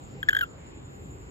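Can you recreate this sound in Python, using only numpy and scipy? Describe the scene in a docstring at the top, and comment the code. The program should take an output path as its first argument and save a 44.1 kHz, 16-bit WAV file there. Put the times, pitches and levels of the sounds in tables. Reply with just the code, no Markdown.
"""Night bed throughout: far traffic and machinery rumble as shaped noise; crickets throb as resonant noise.
Then a toad close to a phone gives a quick run of squeaky chirps: short harmonic stacks that sag in pitch, with
faint fluttering, a wet tick of the mouth and delayed ground echoes. The last chirp is drawn out along its own
pitch and level curves. Late on, a thin high insect chorus, itself resonant noise, swells above the bed."""
import sys
import numpy as np
from scipy import signal
from scipy.fft import rfft, irfft
from scipy.io import wavfile
from scipy.ndimage import uniform_filter1d

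SR = 44100
rng = np.random.default_rng(int(sys.argv[2]) if len(sys.argv) > 2 else 0)


def output_pcm(signal):
    """Save a mono or channel-first signal as 16-bit PCM at the path in sys.argv[1].

    Samples are clipped to [-1, 1] before scaling.
    """
    pcm = np.clip(np.atleast_2d(signal).T, -1, 1) * 32767
    wavfile.write(sys.argv[1], SR, np.round(pcm).astype(np.int16))


N = 57330
TIME = np.arange(N) / SR  # s
BIN_HZ = np.arange(N // 2 + 1) * SR / N
TOP_HZ = 15750  # upper limit of the partials and of the phone


def undb(db):
    """Decibel law: 20 dB is a factor of ten in amplitude."""
    return 10 ** (np.asarray(db) / 20)


def level(x, db):
    """RMS normalisation: scale a signal to a root-mean-square level in dB."""
    return x * undb(db) / np.sqrt(np.mean(x ** 2))


def read(table, hz):
    """Logarithmic frequency scale: interpolate a (frequency, value) table on it."""
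    table_hz, value = np.array(table).T
    return np.interp(np.log(np.maximum(hz, 1)), np.log(table_hz), value)


def level_curve(table):
    """Amplitude envelope: gain interpolated in dB from a (time, level) table."""
    time, db = np.array(table).T
    return undb(np.interp(TIME, time, db))


def walk(rate):
    """Low-passed random modulation: values held 1 / rate s, then slewed twice; spread near 1."""
    hold = int(SR / rate)
    steps = np.repeat(rng.standard_normal(N // hold + 1), hold)
    slewed = uniform_filter1d(uniform_filter1d(steps, hold), hold)
    return 1.76 * slewed[:N]


def bands(peaks):
    """Resonance: white noise through steep peaks given as (frequency, width 12 dB down, level)."""
    gain = sum(undb(db) / (1 + (2 * (BIN_HZ - hz) / width) ** 2) ** 2 for hz, width, db in peaks)
    return irfft(rfft(rng.standard_normal(N)) * gain, N)


def coloured(table, db):
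    """Spectral shaping: noise in half-octave bands that swell together and flicker alone."""
    swell_db, flicker_db = .3, 2.
    spectrum = rfft(rng.standard_normal(N)) * undb(read(table, BIN_HZ))
    place = 2 * np.log2(np.maximum(BIN_HZ, 1) / 20)  # half octaves above 20 Hz
    swell, out = walk(2), 0
    for k in range(20):
        crossfade = np.clip(1 - abs(place - k), 0, 1)
        band = irfft(spectrum * crossfade, N)
        out = out + band * undb(swell_db * swell + flicker_db * walk(12.38))
    return level(out, db)


def night_air():
    """Stereo decomposition: traffic rumble and night noise as in-phase and opposed parts."""
    # noise common to both ports: (frequency [Hz], relative density [dB per Hz])
    common = [(15, -58), (25, -5.5), (64, -0.5), (136, -3), (216, -9.5), (271, -7), (516, -15), (579, -19),
              (762, -24.5), (936, -25), (2040, -30.5), (6000, -47.5), (7800, -47.5), (13200, -120)]
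    # noise opposed between the ports: (frequency [Hz], relative density [dB per Hz])
    opposed = [(15, -49), (25, -26), (64, -4.5), (107, -11.5), (183, -7), (445, -10.5), (495, -4.5),
               (567, -13.5), (614, -10), (782, -11.5), (4260, -28.5), (6550, -39), (7300, -41),
               (15500, -55)]
    return coloured(common, -45), coloured(opposed, -51)


def machinery():
    """Narrow-band noise: far machinery hums in slender bands that waver together."""
    # hum bands: (frequency [Hz], width [Hz], relative level [dB])
    hums = [(78.4, 15, 1.5), (134.3, 17, -0.5), (272.9, 10.7, -5.5), (410.4, 9.6, -10), (782.4, 47, -17)]
    waver_db = 3
    return level(bands(hums) * undb(waver_db * walk(5)), -53.5)


def high_insects():
    """Envelope shaping: faint high resonant noise dips, then swells late."""
    # high chorus: (frequency [Hz], width [Hz], relative level [dB])
    katydid = [(12050, 340, 6), (13250, 910, 1.5), (11060, 1400, -4)]
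    # its course: (time [s], RMS level [dB])
    katydid_level = [(0, -79), (.45, -86), (.8, -87), (.95, -77.5), (1.1, -76.5), (1.3, -82.5)]
    return level(bands(katydid), 0) * level_curve(katydid_level)


def crickets():
    """Amplitude modulation: a far chorus throbs at random, a nearer cricket pulses evenly."""
    # far chorus: (frequency [Hz], width [Hz], relative level [dB])
    chorus = [(7276, 400, 1), (6850, 750, -5), (7640, 770, -6.5)]
    # one nearer cricket: (frequency [Hz], width [Hz], relative level [dB])
    solo = [(7040, 186, 3), (7460, 530, -7.5)]
    chorus_db, throb_db, side_db = -63.5, 1.5, -25  # side relative to the chorus
    solo_first_s, solo_period_s, solo_depth_db = .054, .0895, 5.5
    far = level(undb(throb_db * walk(30.25)) * bands(chorus), chorus_db)
    beat = undb(solo_depth_db * np.cos(2 * np.pi * (TIME - solo_first_s) / solo_period_s))
    near = level(beat * bands(solo), -64)
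    side = level(bands(chorus), chorus_db + side_db)
    return far + near, side


def fold_flutter():
    """Resonant noise: between chirps the vocal folds keep fluttering faintly."""
    # flutter bands: (frequency [Hz], width [Hz], relative level [dB])
    flutter = [(1600, 400, 0), (3200, 700, -9)]
    # course of the flutter: (time [s], RMS level [dB])
    flutter_level = [(.25, -100), (.268, -56), (.284, -44), (.315, -48), (.345, -46), (.385, -43),
                     (.41, -44), (.46, -50), (.48, -100)]
    return level(bands(flutter), 0) * level_curve(flutter_level)


def rasp(gain):
    """Turbulence noise: air rasps past the folds, most at the onset."""
    settle_s, settle_db = .003, -11  # settling time at full gain
    band = signal.butter(3, (1900, 4200), "band", fs=SR, output="sos")
    air = signal.sosfilt(band, rng.standard_normal(len(gain)))
    settled = np.clip(np.cumsum(gain) / gain.max() / (settle_s * SR), 0, 1)
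    return level(air, -20) * undb(settle_db * settled)


def voice(hz, gain, second_db, middle_db, shrill_db):
    """Source and filter: the folds' harmonic series coloured by a fixed response over frequency, higher
    partials breathier."""
    # response over frequency: (frequency of the partial [Hz], level re fundamental [dB])
    partial_response = [(2700, -12), (3400, -18), (5000, -32), (6700, -28.5), (8400, -36.5), (10000, -45),
                        (11800, -36), (13200, -30), (14500, -48), (15300, -35)]
    shrill_hz, breath_db = 9500, -16
    phase = 2 * np.pi * (np.cumsum(hz) / SR + rng.random())
    out = np.sin(phase) + rasp(gain)
    for k in range(2, 11):
        upper_db = np.where(k * hz > shrill_hz, shrill_db, middle_db)
        db = read(partial_response, k * hz) + (second_db if k == 2 else upper_db)
        breath = 1 + undb(breath_db) * k * uniform_filter1d(rng.standard_normal(len(hz)), size=24)
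        partial = np.sin(k * phase + k * k) * (k * hz < TOP_HZ)
        out += undb(db) * breath * partial
    return out * gain


def mouth_tick():
    """Gaussian wave packet: a wet tick of the mouth."""
    tick_s, tick_hz, decay_s = .3071, 2900, .0004
    u = TIME - tick_s
    return undb(-25) * np.exp(-(u / decay_s) ** 2) * np.sin(2 * np.pi * tick_hz * u)


def toad():
    """Frequency and amplitude modulation: each chirp snaps on sharp, settles, sags and stops."""
    # chirps: (start [s], length [s], mid-chirp pitch [Hz], initial level [dB], level change over the chirp [dB],
    #          2nd partial offset [dB], middle partials offset [dB], shrill top offset [dB])
    chirps = [(0.2296, 0.0072, 1588, -18.5, -15, 7.5, -6, 3.5), (.2871, .0081, 1700, -9.5, -.5, 0, 0, 0),
              (.3082, .006, 1530, -31, -4, 5, 3, 9), (0.33, 0.0051, 1528, -15, -6, 2.5, -12, 3),
              (0.3491, .0048, 1584, -16.5, -2.5, 3.5, -21, 3),
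              (0.3673, 0.0061, 1612, -11.5, -5.5, 3.5, -4.5, 2),
              (0.3885, .0060, 1629, -22, -1.5, 7, 0, 8.5)]
    # the last, drawn-out chirp: (time [s], pitch [Hz], level [dB])
    whine = [(.4080, 1700, -44), (.4105, 1640, -16), (.412, 1560, -19), (.4135, 1540, -17),
             (.416, 1500, -22), (.4215, 1440, -27), (.426, 1422, -26.5), (.432, 1415, -21),
             (.436, 1386, -21), (.440, 1345, -25), (.4425, 1330, -32), (.4445, 1320, -50)]
    attack_s, release_s, settle_s = .0009, .0009, .0013
    onset_sharp, sag_per_s = .06, 2.5  # fractions of the pitch
    shimmer = undb(.9 * walk(600))  # irregular loudness
    jitter = 1 + .004 * walk(500)  # irregular pitch
    out = np.zeros(N)
    for start, length, hz, peak_db, fade_db, *partials_db in chirps:
        at = slice(int((start - .005) * SR), int((start + length + .012) * SR))
        u = TIME[at] - start
        rise = 1 / (1 + np.exp(-4 * u / attack_s))
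        fall = np.exp(-np.maximum(u - length, 0) / release_s)
        gain = rise * fall * undb(peak_db + fade_db * np.clip(u / length, 0, 1)) * shimmer[at]
        sharp = onset_sharp * np.exp(-np.maximum(u, 0) / settle_s)
        pitch = hz * (1 + sharp - sag_per_s * (u - length / 2))
        out[at] += voice(pitch * jitter[at], gain, *partials_db)
    time, hz, db = np.array(whine).T
    at = slice(int(time[0] * SR), int(time[-1] * SR))
    pitch = np.interp(TIME[at], time, hz) * jitter[at]
    gain = undb(np.interp(TIME[at], time, db)) * shimmer[at]
    out[at] += voice(pitch, gain, second_db=1, middle_db=-15, shrill_db=4)
    return out + mouth_tick()


def ground_echoes(x):
    """Discrete reflection: ground and stones return delayed, weaker copies."""
    # reflections: (delay [s], level [dB])
    echoes = [(.009, -25), (.014, -27), (.021, -29), (.032, -33)]
    return sum(undb(db) * np.roll(x, int(delay * SR)) for delay, db in echoes)


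def ports(x):
    """Interaural-style phase and level difference: a near sound reaches two microphone ports unequally."""
    # phase between the ports: (frequency [Hz], lead of the left port [rad])
    port_phase = [(1400, 2.2), (1700, 2.0), (2800, 3.0), (3250, 1.4), (5000, 2.0), (6700, 0.), (8400, 1.7),
                  (10000, 3.2), (11800, 5.6), (13500, 7.4), (15300, 9.5)]
    pan = undb(1.7 / 2)  # left is 1.7 dB above right
    half_turn = np.exp(.5j * read(port_phase, BIN_HZ))
    left = irfft(rfft(x) * half_turn, N) * pan
    right = irfft(rfft(x) / half_turn, N) / pan
    return np.array([left, right])


def scene():
    """Superposition: the mid and side bed plus the near toad at the two ports."""
    night_mid, night_side = night_air()
    cricket_mid, cricket_side = crickets()
    mid = night_mid + machinery() + high_insects() + cricket_mid
    side = night_side + cricket_side
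    call = toad()
    near = call + ground_echoes(call) + fold_flutter()
    return ports(near) + np.array([mid + side, mid - side])


def record(dry):
    """Band limitation: the phone drops the deepest bass and cuts the top."""
    bass_cut = signal.butter(8, 42, "high", fs=SR, output="sos")  # cutoff in Hz
    top_cut = signal.ellip(10, .2, 80, TOP_HZ, fs=SR, output="sos")  # ripple and stopband in dB
    return signal.sosfilt(top_cut, signal.sosfilt(bass_cut, dry))


dry = scene()
out = record(dry)
output_pcm(out)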